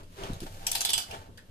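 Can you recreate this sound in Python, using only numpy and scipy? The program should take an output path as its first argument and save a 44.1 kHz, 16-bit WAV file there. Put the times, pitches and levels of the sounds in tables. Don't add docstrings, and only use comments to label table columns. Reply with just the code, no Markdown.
import sys
import numpy as np
from scipy import signal
from scipy.fft import rfft, irfft
from scipy.io import wavfile
from scipy.ndimage import uniform_filter1d

SR = 44100
rng = np.random.default_rng(int(sys.argv[2]) if len(sys.argv) > 2 else 0)


def how_loud(loudness_db):
    steps = np.asarray(loudness_db, float) / 20
    return 10 ** steps


def unload_audio(sound):
    columns = np.transpose(np.atleast_2d(sound))
    steps = np.round(np.clip(columns, -1, 1) * 32767)
    wavfile.write(sys.argv[1], SR, steps.astype(np.int16))


N = 66150
RISE_S = 0.003

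# pitch in Hz, relative level in dB, time to fade by 60 dB in seconds.
STEEL = [(404, -40, .1), (692, -33, .12), (790, -30, .13), (900, -31, .2), (1600, -38, .1),
         (1760, -38, .12), (1873, -40, .12), (2335, -38, .15), (2600, -36, .07), (2978, -40, .28),
         (3155, -37, .1), (3405, -31, .1), (3452, -30, .1), (3545, -33, .08), (4068, -34, .08),
         (4858, -35, .3), (5600, -35, .08), (5188, -35, .12), (7890, -34, .05), (8130, -33, .06),
         (8258, -32, .08), (8400, -34, .06)]
# frequency in Hz, delay in seconds.
LAG = [(400, 0.00037), (800, 0.00032), (1300, 0.00045), (10000, 0.000456)]
# frequency in Hz, shared part from 0 to 1.
DIRECT = [(300, 0.95), (1000, 0.73), (3000, 0.24), (10000, 0.2)]


def evened(x):
    return x / np.sqrt(np.mean(x ** 2) + 1e-20)


def read(points, hz):
    f, value = np.transpose(points)
    return np.interp(np.log(hz + 1), np.log(f + 1), value)


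def add(mix, s, sound):
    part = mix[:, max(round(s * SR), 0):][:, :sound.shape[1]]
    part += sound[:, :part.shape[1]]


def pair(a, b, same, lag=((1, 0), (2, 0)), db=((1, 0), (2, 0)), lean=((1, 0), (2, 0))):
    hz = np.fft.rfftfreq(len(a), 1 / SR)
    share = np.clip(read(same, hz), 0, 1)
    left = rfft(a)
    delayed = left * np.exp(-2j * np.pi * hz * read(lag, hz))
    right = share * delayed + np.sqrt(1 - share ** 2) * rfft(b)
    gain_db = read(db, hz) + np.array([[.5], [-.5]]) * read(lean, hz)
    return irfft(np.array([left, right]) * how_loud(gain_db), len(a))


def shaped(x, db_of):
    hz, t, z = signal.stft(x, SR, nperseg=128)
    z = z * how_loud(db_of(hz[:, None] + 1, t))
    return signal.istft(z, SR, nperseg=128)[1][..., :x.shape[-1]]


def garage():
    # time in seconds, level in dB.
    hum_level = [(0.0, -47), (0.146, -51.5), (0.246, -37.5), (0.274, -50), (0.3, -32.5), (0.324, -39),
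                 (0.362, -43.5), (0.484, -45), (0.526, -44), (0.618, -47.5), (0.784, -50.5), (0.83, -55),
                 (0.864, -51), (0.98, -46), (1.032, -57.5), (1.098, -47.5), (1.214, -45.5), (1.244, -52.5),
                 (1.336, -49), (1.454, -51.5), (1.474, -66), (1.5, -46)]
    # frequency in Hz, relative level in dB per Hz.
    hum_colour = [(8.8, -62), (15, 11.5), (49, -16), (95, 0), (144, -16), (176, -9.5), (223, -22.5),
                  (317, -19.5), (395, -23.5), (500, -18.5), (650, -23.5), (1100, -120)]
    # frequency in Hz, relative level in dB per Hz.
    hiss_colour = [(120, -64), (200, 7), (506, -13), (946, -10.5), (2480, -17), (2720, -13), (6180, -19.5),
                   (12200, -21.5), (14300, -28)]
    # frequency in Hz, likeness from 0 to 1.
    hiss_same = [(60, 0.97), (240, 0.58), (950, 0), (3770, 0), (15000, -0.0)]
    hiss_db = -62
    a, b, c, d = rng.standard_normal((4, N))
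    hum = evened(pair(a, b, [(20, 0.98), (500, .95)], db=hum_colour + [(700, -84)]))
    s, db = np.transpose(hum_level)
    hum = hum * how_loud(np.interp(np.arange(N) / SR, s, db))
    hiss = how_loud(hiss_db) * evened(pair(c, d, hiss_same, db=hiss_colour))
    return hum + hiss


def room(x):
    room_db, fade_s = -8.5, 0.22
    dullness = 0.33
    t = np.arange(SR // 2) / SR
    tail = rng.standard_normal((2, len(t))) * how_loud(-60 * t / fade_s) * (t > .006)
    tail = signal.lfilter([1], [1, -np.clip(dullness, 0, .9)], tail)
    tail = tail / np.linalg.norm(tail[0])
    return how_loud(room_db) * signal.fftconvolve(x, tail, axes=1)[:, :N]


def bump(s, db, hz, cycles):
    t = np.arange(-2000, 2000) / SR
    swell = np.exp(-(2 * t * hz / cycles) ** 2)
    turn = .5 * rng.integers(2) + 0.17 * rng.standard_normal()
    wave = swell * np.cos(2 * np.pi * (hz * t + turn))
    return s - 2000 / SR, how_loud(db) * wave * np.ones((2, 1))


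def rasp():
    # time in seconds, level in dB, brightness in dB per octave.
    strain = [
        [(0.0, -49.5, -0.5), (0.034, -56, -3.5), (0.074, -73.5, 4), (0.164, -55, 2.5), (0.19, -43, 0.0),
         (0.242, -37, -1.5), (0.408, -55.5, 2), (0.432, -47, 2.5), (0.456, -57.5, 4.5), (0.468, -41, 0.0),
         (0.494, -56.5, 4), (0.582, -53.5, 3), (0.66, -47.5, 1.5)],
        [(1.04, -65.5, -8), (1.08, -53.5, 2.5), (1.146, -38.5, 0.0), (1.182, -49.5, 1), (1.286, -57.5, -0.5),
         (1.29, -60.5, -11)],
    ]
    # frequency in Hz, relative level in dB per Hz.
    colour = [(88, -58), (150, -32), (224, -34), (397, -5.5), (690, -7.5), (744, -13), (901, -2),
              (1970, -12), (2830, -11.5), (14300, -28.5)]
    # time in seconds, pitch in Hz.
    rub_at = [(.17, 420), (.27, 480), (.47, 780), (1.1, 800), (1.15, 900)]
    slips_per_s, slip_spread_db = 2500, 2
    ring_db = -2
    rub_fall_db = -14

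    strength = how_loud(slip_spread_db * rng.exponential(1, (2, N)).clip(0, 5))
    slips = strength * (rng.random((2, N)) < slips_per_s / SR)
    slips = slips * rng.choice([-1., 1.], (2, N)) + 0.12 * rng.standard_normal((2, N))

    t = np.arange(8192) / SR
    heard = pair(*slips, DIRECT, LAG)
    most_excited = np.interp(np.arange(N) / SR, *np.transpose(rub_at))
    rung = np.zeros((2, N))
    for f, _, t60 in STEEL[:8]:
        push = heard * how_loud(rub_fall_db * abs(np.log2(f / most_excited)))
        note = how_loud(-60 * t / min(t60, .1)) * np.sin(2 * np.pi * f * t)
        rung += signal.oaconvolve(push, note[None], axes=1)[:, :N]

    direct = evened(pair(*slips, DIRECT, LAG, colour))
    x = evened(direct + how_loud(ring_db) * evened(rung))
    s, db, tilt = np.concatenate(strain + [[(1.36, -71, 0.034)]]).T
    return shaped(x, lambda f, u: np.interp(u, s, db) + np.interp(u, s, tilt) * np.log2(f / 1000 + 0.12))


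def focus(f, hz0, focus_db):
    width_octaves = 0.17
    return focus_db * np.exp(-(np.log2(f / hz0) / width_octaves) ** 2) - .5 * focus_db


def crack(t, hz0, bounce, focus_db, damp):
    # frequency in Hz, relative level in dB per Hz.
    colour = [(290, -48), (500, -27.5), (740, -27), (796, -18), (1360, -17), (1530, -17.5), (2020, -18.5),
              (3450, -2), (3770, -5.5), (6740, -8), (8140, -7), (13900, -10), (16100, -36)]
    # frequency in Hz, 60 dB fade in seconds.
    fade = [(500, 0.25), (1500, 0.45), (3000, 0.22), (6000, 0.22), (12000, 0.17)]
    # frequency in Hz, left minus right in dB.
    lean = [(500, -23), (1000, -1.5), (2500, -6), (5000, 1.5), (9000, -2), (13000, 0)]
    snap_s, bounce_s = 0.0049, 0.0098
    snap_db = 3.5
    chatter_db, patch_db = 2.4, 3.5

    def hit(u):
        return np.clip(u / RISE_S, 0, 1) ** 0.84 * np.exp(-np.maximum(u - RISE_S, 0) / snap_s)

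    noise = evened(pair(*rng.standard_normal((2, len(t))), DIRECT, LAG, colour, lean))
    patch = uniform_filter1d(rng.standard_normal((65, 257)), size=2, axis=0)
    patch = evened(uniform_filter1d(patch, size=10, axis=1))
    noise = shaped(noise, lambda f, u: (focus(f, hz0, focus_db) - 60 * damp * u / read(fade, f)
                                        + patch_db * patch))
    chatter = evened(uniform_filter1d(rng.standard_normal(len(t)), size=60))
    snaps = hit(t) + bounce * hit(t - bounce_s * rng.uniform(.85, 1.15))
    envelope = np.clip(t / RISE_S, 0, 1) / how_loud(snap_db) + snaps
    return noise * envelope * how_loud(chatter_db * chatter)


def steel_ring(t, hz0, tool_db, focus_db, pipe_db):
    tool_from_hz, spread_db, wobble_db = 2500, 2, 2
    f, level_db, t60 = np.transpose(STEEL)[:, :, None]
    turn = rng.random((2, len(f), 1))
    turn[1] = turn[0] - f * read(LAG, f) + 0.9 * (turn[1] - .5)
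    jitter = rng.standard_normal((len(f), 1))
    wobble = np.repeat(rng.standard_normal((len(f), 64)), 256, axis=1)
    wobble = evened(uniform_filter1d(wobble, size=512, axis=1))
    db = level_db + np.where(f > tool_from_hz, tool_db, pipe_db) + focus(f, hz0, focus_db)
    db = db + spread_db * jitter + wobble_db * wobble - 60 * t / t60
    notes = how_loud(db) * np.sin(2 * np.pi * (f * t + turn))
    return notes.sum(1) * np.clip(t / RISE_S, 0, 1)


def click(s, db, hz0, pan_db, bounce, tool_db, focus_db, pipe_db, damp=1):
    t = np.arange(16384) / SR
    sound = 0.33 * crack(t, hz0, bounce, focus_db, damp) + 3 * steel_ring(t, hz0, tool_db, focus_db, pipe_db)
    return s - .3 * RISE_S, how_loud(db + np.array([[.5], [-.5]]) * pan_db) * sound


def scene():
    # time in seconds, level in dB, brightest pitch in Hz,
    # left minus right in dB, bounce share from 0 to 1, ring of the tool in dB.
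    teeth = [(0.6669, -19, 6400, 2, 0.14, -31), (0.715, -19, 9300, 3, 0.16, -1),
             (0.7511, -16.5, 4560, 1.5, 0.4, 1), (.8061, -18.5, 6400, 1.5, 0.8, -3),
             (0.849, -17, 4170, -3.5, 0, 9.5), (0.8913, -17, 3580, -1, 0.7, 6.5),
             (.9323, -19, 8400, -4, 0.6, 13.5), (.9782, -18, 4700, -4, 0.1, 2)]
    # time in seconds, level in dB, brightest pitch in Hz,
    # left minus right in dB, how far the brightest pitch stands out in dB.
    ticks = [(0.031, -49, 4600, -3, 5), (0.235, -32.5, 2920, -2, 12.5), (0.332, -38, 6850, 3.5, 3.5),
             (.403, -35.5, 8100, 3, -2.5), (.465, -40, 820, -7, 19), (1.02, -29.5, 4800, 8, 19.5),
             (1.110, -27, 2700, 0, 23), (1.140, -45, 3200, -6, 22), (1.109, -59, 1760, -9, 13),
             (1.3737, -39, 3150, -1, 8), (1.377, -31.5, 1796, 5, 36)]
    # middle in seconds, level in dB, pitch in Hz, length in cycles.
    bumps = [(0.304, -27, 217, 1.2), (.315, -31.5, 30.2, 1.5), (0.423, -45, 29.8, 0.56),
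             (0.325, -58, 153, .7), (0.333, -29.5, 105, 0.55), (0.369, -35, 92, 0.58),
             (.422, -29, 210, 0.61), (0.434, -32.5, 348, 3.03), (.44, -30, 100, 0.32),
             (0.452, -38.5, 278, 1.9), (1.111, -41.5, 78, 2.7), (1.19, -44.5, 112, 1.9)]
    tool, camera = np.zeros((2, 2, N))
    for row in teeth:
        add(tool, *click(*row, focus_db=4.5, pipe_db=-1))
    for s, db, hz, pan_db, focus_db in ticks:
        add(tool, *click(s, db, hz, pan_db, bounce=.4, tool_db=-14, focus_db=focus_db, pipe_db=-15, damp=1.88))
    for row in bumps:
        add(camera, *bump(*row))
    return tool + room(tool) + rasp() + camera + garage()


def band_limit(x):
    return signal.sosfilt(signal.butter(12, 16270, fs=SR, output="sos"), x)


def record(dry):
    # frequency in Hz, gain in dB.
    mic = [(20, 0), (14300, 0), (14800, -28), (16000, -34), (22050, -70)]
    gain = how_loud(read(mic, np.fft.rfftfreq(N, 1 / SR)))
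    heard = irfft(rfft(dry) * gain, N)
    return band_limit(heard)


dry = scene()
out = record(dry)
unload_audio(out)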